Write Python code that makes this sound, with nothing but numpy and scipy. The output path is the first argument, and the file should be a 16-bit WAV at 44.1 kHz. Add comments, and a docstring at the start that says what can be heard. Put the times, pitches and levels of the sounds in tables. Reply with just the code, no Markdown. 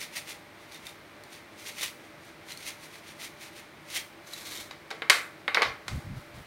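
"""Dried herbs are shaken from a small jar over meat and potatoes, in a hard-walled kitchen.
For 4 s flakes rustle and hiss with each stroke and hard bits tick on the jar; a short pour follows.
From 4.7 s jar and lid click shut, then clatter on the marble top; the kitchen rings on faintly.
From 5.7 s an arm sweeps past the microphone; its draught buffets the port while a hand rubs the meat.
An appliance fan hums throughout."""
import sys
import numpy as np
from scipy import signal
from scipy.fft import rfft, irfft, next_fast_len
from scipy.io import wavfile
from scipy.ndimage import map_coordinates

SR = 44100
rng = np.random.default_rng(int(sys.argv[2]) if len(sys.argv) > 2 else 0)


def store_pcm(level_fs):
    """Save levels as 16-bit WAV."""
    pcm = np.round(np.clip(level_fs, -1, 1) * 32767).astype(np.int16)
    wavfile.write(sys.argv[1], SR, np.atleast_2d(pcm).T)


N = 284886

# jar strokes: (peak time [s], level [dB])
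SHAKES = [(0.023, -37), (0.172, -35.5), (0.305, -40.5), (0.63, -58.5), (0.741, -49.5), (0.874, -47),
          (1.345, -49.5), (1.61, -49), (1.68, -39), (1.795, -39.5), (1.841, -29), (2.04, -59.5),
          (2.265, -56), (2.515, -43.5), (2.62, -46.5), (2.683, -36.5), (2.84, -49), (2.95, -49),
          (3.092, -48.5), (3.24, -39.5), (3.436, -44), (3.578, -49.5), (3.92, -42.5), (3.969, -30.5)]
# coarse flakes in the cavity: (frequency [Hz], level [dB])
RUSTLE_SPECTRUM = [(200, -24), (450, -13.5), (900, -11.5), (1650, -7.5), (2050, 2.5), (2450, 0.5),
                   (2850, -3), (3700, -1.5), (4600, -4.5), (6000, -13.5), (9000, -31)]
# fine flakes: (frequency [Hz], level [dB])
HISS_SPECTRUM = [(2500, -26), (4500, -8), (5900, 0.5), (7200, -4), (8100, -6.5), (8900, 0), (9700, -5.5),
                 (11500, -5.5), (13500, -11), (16000, -11.5)]

def shakes():
    """Strokes throw flakes along the jar, hard ones faster; coarse flakes rustle, fine ones hiss."""
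    mid_db, halving_db = -40.5, 23.5  # stroke time halves per halving_db above mid_db
    mid_attack_s, mid_hold_s, mid_release_s = 0.059, 0.017, 0.06
    power = np.zeros(N)
    for peak_s, db in SHAKES:
        stretch = 2 ** ((mid_db - db) / halving_db)
        hold_s = mid_hold_s * stretch
        stroke = [(peak_s - hold_s / 2, hold_s, db)]
        power += envelope(stroke, mid_attack_s * stretch, mid_release_s * stretch) ** 2
    rustle = coloured(grains(rate_hz=5100, spread_db=3), RUSTLE_SPECTRUM)
    hiss = coloured(grains(rate_hz=15000, spread_db=1.5), HISS_SPECTRUM)
    flakes = unit_rms(clumps() * (rustle + amp(-3.5) * hiss))
    return in_kitchen(np.sqrt(power) * flakes, wet_db=-8)


def clumps(spread_db=2, rate_hz=140):
    """Fast random gain: flakes tumble in clumps."""
    knots = rng.standard_normal(N)
    return amp(spread_db * map_coordinates(knots, [np.arange(N) * rate_hz / SR], order=1))


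# steady slides: (start [s], length [s], relative level [dB])
POURS = [(4.28, .17, -49), (4.335, 0.073, -44.5), (4.465, 0.14, -39)]
# flakes at the jar's mouth: (frequency [Hz], level [dB])
MOUTH_SPECTRUM = [(200, -16), (900, -11), (1500, -9), (2140, -1.5), (2720, -8), (4080, -0.5), (4780, -7.5),
                  (6240, -7), (7760, -11), (11800, -12), (16000, -20)]

def pour():
    """Flakes trickle over the tilted rim in a gritty stream."""
    stream = unit_rms(clumps() * coloured(grains(rate_hz=5000, spread_db=1), MOUTH_SPECTRUM))
    gain = amp(-2) * envelope(POURS, attack_s=0.048, release_s=0.079)
    return in_kitchen(gain * stream, wet_db=-6)


# hard bits: (time [s], level [dB], pitch [Hz], ring t60 [s])
TICKS = [(.745, -45, 3670, 0.073), (.868, -36.5, 3680, 0.029), (.891, -50, 3680, 0.048),
         (1.237, -42, 4320, .008), (1.818, -30, 3720, 0.015), (2.521, -35, 4140, 0.026),
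         (2.574, -38.5, 4360, 0.018), (3.955, -31, 2950, .012), (3.975, -30, 3200, .028),
         (4.272, -50, 6110, .04), (4.335, -35, 3940, .045), (4.574, -38, 3660, 0.036)]

def ticks(snap_t60_s=0.014):
    """Hard bits strike the jar wall: a bright snap and one brief mode each."""
    t = np.arange(SR // 5) / SR
    out = np.zeros(N + SR)
    for time_s, db, hz, t60_s in TICKS:
        snap = coloured(rng.standard_normal(len(t)), HISS_SPECTRUM) * amp(-1.5 - 60 * t / snap_t60_s)
        ring = np.sin(2 * np.pi * hz * t) * amp(3 - 60 * t / t60_s)
        add(out, time_s, amp(db) * (snap + ring))
    return in_kitchen(out[:N], wet_db=-7)


# jar, lid and counter: (time [s], level [dB], cut-off [Hz], bass gain [dB], loss per rebound [dB])
KNOCKS = [(4.71, -37, 6700, 3, 25), (4.905, -38, 9100, 4, 2), (4.9112, -32, 6800, 14, 11),
          (5.0204, -28, 3800, 1.5, 23), (5.098, -11, 10600, -5, 2.5), (5.479, -22, 4000, -5, 8),
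          (5.5456, -20, 5500, -15, 2.5), (5.5717, -16.5, 2560, 2.5, 14), (5.611, -28, 3480, 16, 15),
          (5.620, -18, 6260, 3.5, 6), (5.629, -20.5, 3750, 0, 25), (5.8809, -29.5, 8500, 3, 18)]

def jar_knocks(blows=3, rebound_s=0.003, cutoff_ratio=0.61, wet_db=-3, echoes=3):
    """Lid and jar click, then clatter on marble; rebounds are weaker and duller; the room answers."""
    out = np.zeros(N + SR)
    for time_s, db, cutoff_hz, bass_db, loss_db in KNOCKS:
        add(out, time_s, amp(db) * room_ring(cutoff_hz))
        for k in range(blows):
            blow_s = time_s + k * rebound_s
            gain = amp(db - k * loss_db)
            top_hz = cutoff_hz * cutoff_ratio ** k
            walls = sum(reverb(jar_blow(top_hz, bass_db)) for _ in range(echoes)) / np.sqrt(echoes)
            add(out, blow_s, gain * jar_blow(top_hz, bass_db))
            add(out, blow_s, gain * amp(wet_db) * walls)
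    return out[:N]


# jar and lid: (frequency [Hz], level [dB], t60 [s])
JAR_MODES = [(456, -13, 0.11), (800, -11.5, 0.049), (1128, -2.5, 0.057), (1310, -14, 0.0286),
             (1500, -9, 0.032), (1550, -6, 0.013), (2110, -0.5, 0.069), (2400, 1, 0.018), (3050, 1, 0.024),
             (3790, -2, 0.038), (4720, -0.5, 0.022), (5200, -7, 0.023), (7400, -21, 0.013),
             (8400, -8, 0.011), (10200, -3, 0.01)]
# contact noise: (frequency [Hz], level [dB])
CRACK_SPECTRUM = [(50, -50), (140, -34), (280, -18), (480, -1.5), (750, -5), (1200, -2), (2200, 3),
                  (2900, -6.5), (4200, -0.5), (5200, -6.5), (6500, -7), (8600, -8.5), (11000, -9),
                  (16000, -20)]

def jar_blow(cutoff_hz, bass_db, crack_t60_s=0.025, rise_s=0.0002):
    """A short crack plus damped modes; a soft touch loses treble, a heavy one gains bass."""
    def touch(hz):
        lowpass = 1 / (1 + (hz / cutoff_hz) ** 8)
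        treble_floor = min(cutoff_hz / 15000, 1) ** 2
        bass_shelf = amp(bass_db / (1 + (hz / 1100) ** 2))
        return np.hypot(lowpass, treble_floor) * bass_shelf

    t = np.arange(SR // 16) / SR
    ring = np.zeros(len(t))
    for hz, db, t60_s in JAR_MODES:
        pitch_hz = hz * rng.normal(1, 0.013)  # grip detunes each blow
        decay = amp(db + rng.normal(0, 1.46) - 60 * t / t60_s)
        ring += touch(hz) * decay * np.sin(2 * np.pi * (pitch_hz * t + rng.random()))
    noise = coloured(rng.standard_normal(len(t)), CRACK_SPECTRUM)
    crack = filtered(noise, touch) * amp(-60 * t / crack_t60_s)
    blow = (amp(-12.5) * ring + crack) * (1 - np.exp(-t / rise_s))
    highpass = signal.butter(2, 200, 'high', fs=SR, output='sos')  # a small jar radiates no deep bass
    blow = signal.sosfilt(highpass, blow)
    return blow / np.sqrt(np.mean(blow[:SR // 250] ** 2))  # rms 1 over the first 4 ms


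# kitchen resonances: (frequency [Hz], level [dB], t60 [s])
ROOM_MODES = [(1100, -27.5, 0.47), (1484, -25, 0.17), (3800, -27, 0.23)]

def room_ring(cutoff_hz, rise_s=0.0058):
    """Faint kitchen resonances ring on after a knock; a soft one barely excites the high modes."""
    t = np.arange(SR // 3) / SR
    ring = np.zeros(len(t))
    for hz, db, t60_s in ROOM_MODES:
        decay = amp(db - 60 * t / t60_s) / (1 + (hz / cutoff_hz) ** 8)
        ring += decay * np.sin(2 * np.pi * (hz * t + rng.random()))
    return ring * (1 - np.exp(-t / rise_s))


# hand strokes: (start [s], length [s], level [dB])
RUBS = [(5.89, 0.086, -51), (6.17, 0.011, -53.5), (6.35, 0.028, -53)]
# skin friction: (frequency [Hz], level [dB])
SKIN_SPECTRUM = [(500, -1), (1500, 1.5), (2300, -4), (3000, -9), (3900, -5), (4700, -9), (8000, -14.5),
                 (9000, -12.5), (16000, -18.5)]

def hand_rub():
    """Skin slides over jar and meat with soft, grainy friction."""
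    friction = coloured(grains(rate_hz=3300, spread_db=1), SKIN_SPECTRUM)
    return in_kitchen(envelope(RUBS, attack_s=0.036, release_s=0.22) * friction, wet_db=-8)


# gusts from the arm: (start [s], length [s], level [dB])
GUSTS = [(4.615, 0.017, -57), (5.66, 0.076, -50), (5.925, 0.058, -34), (6.07, 0.12, -39),
         (6.365, 0.047, -46.5)]
# air at the port: (frequency [Hz], level [dB])
BUFFET_SPECTRUM = [(20, -26), (45, -8), (70, -2), (130, -3.5), (190, -10.5), (280, -19), (500, -50.5),
                   (1500, -88)]

def arm_draught():
    """The passing arm pushes air into the microphone port: low, dry rumbles."""
    buffet = coloured(rng.standard_normal(N), BUFFET_SPECTRUM)
    return envelope(GUSTS, attack_s=0.047, release_s=0.025) * buffet


# air rush: (frequency [Hz], relative density [dB])
AIR_SPECTRUM = [(25, -40), (50, -7.5), (75, -8), (130, -4), (230, -3), (400, -3.5), (700, -6.5), (1200, -6),
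                (1700, -7), (2300, -6.5), (2700, -13), (4000, -15), (7500, -27), (16000, -30)]
# peaks in the rush: (centre [Hz], width [Hz], level [dB])
FAN_RESONANCES = [(153.7, 15, -68.5), (329.6, 40, -61), (589, 25, -69.5), (683, 12, -70.5), (813, 9.3, -69),
                  (2020, 340, -65), (8700, 720, -77.5)]
# motor: (frequency [Hz], level [dB])
MOTOR_TONES = [(100, -69.5), (592, -63.5)]

def fan():
    """Steady air rush with narrow resonances, over faint motor tones."""
    t = np.arange(N) / SR
    rush = amp(-51.5) * coloured(rng.standard_normal(N), AIR_SPECTRUM)
    hum = np.zeros(N)
    for centre_hz, width_hz, db in FAN_RESONANCES:
        resonance = lambda hz: 1 / (1 + (2 * (hz - centre_hz) / width_hz) ** 2)
        hum += amp(db) * unit_rms(filtered(rng.standard_normal(N), resonance))
    motor = sum(amp(db) * np.sqrt(2) * np.sin(2 * np.pi * hz * t) for hz, db in MOTOR_TONES)
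    return rush + hum + motor


# kitchen decay: (frequency [Hz], t60 [s])
KITCHEN_T60 = [(200, 0.49), (530, 0.38), (1400, 0.41), (3700, 0.28), (9700, 0.33), (16000, 0.43)]

def reverb(x, build_s=0.0023):
    """Wall reflections only: fast build-up, then a separate decay in each band."""
    hz, t, bands = signal.stft(rng.standard_normal(SR // 3), SR, nperseg=256)
    decay = amp(-60 * t / log_interp(KITCHEN_T60, hz)[:, None])
    tail = signal.istft(bands * decay, SR, nperseg=256)[1]
    tail *= 1 - np.exp(-np.arange(len(tail)) / SR / build_s)
    return signal.fftconvolve(x, tail / np.linalg.norm(tail))


def in_kitchen(x, wet_db):
    """Direct sound plus reflections."""
    return x + amp(wet_db) * reverb(x)[:N]


def grains(rate_hz, spread_db):
    """Tiny impacts, random in time and size."""
    sizes = rng.uniform(-1.18, 1, N) * amp(spread_db * np.minimum(rng.exponential(size=N), 4))
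    return sizes * (rng.random(N) < rate_hz / SR)


def envelope(rows, attack_s, release_s):
    """Each row rises, holds and falls; attack and release times are per 20 dB."""
    t = np.arange(N) / SR
    power = np.zeros(N)
    for start_s, length_s, db in rows:
        before = (start_s - t) / attack_s
        after = (t - start_s - length_s) / release_s
        power += amp(db - 20 * np.maximum(np.maximum(before, after), 0)) ** 2
    return np.sqrt(power)


def coloured(x, spectrum):
    """x shaped by a spectrum table, at rms 1."""
    return unit_rms(filtered(x, lambda hz: amp(log_interp(spectrum, hz))))


def filtered(x, response):
    """Zero-phase filter with gain response(hz)."""
    size = next_fast_len(len(x) + 8192)
    return irfft(rfft(x, size) * response(np.fft.rfftfreq(size, 1 / SR)), size)[:len(x)]


def log_interp(points, hz):
    knots_hz, values = np.transpose(points)
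    return np.interp(np.log(hz + 1), np.log(knots_hz + 1), values)


def amp(db):
    return 10 ** (np.asarray(db) / 20)


def unit_rms(x):
    return x / np.sqrt(np.mean(x ** 2) + 1e-20)


def add(out, time_s, sound):
    out[round(time_s * SR):][:len(sound)] += sound


def scene():
    return (shakes() + pour() + ticks() + jar_knocks() + hand_rub() + arm_draught() + fan())[None]


def record(dry):
    """The microphone rounds off the highest peaks and cuts everything above its band."""
    ceiling, top_hz = 0.9, 15900
    limited = dry[0] / (1 + np.abs(dry[0] / ceiling) ** 6) ** (1 / 6)
    return filtered(limited, lambda hz: 1 / (1 + (hz / top_hz) ** 200))[None]


dry = scene()
out = record(dry)
store_pcm(out)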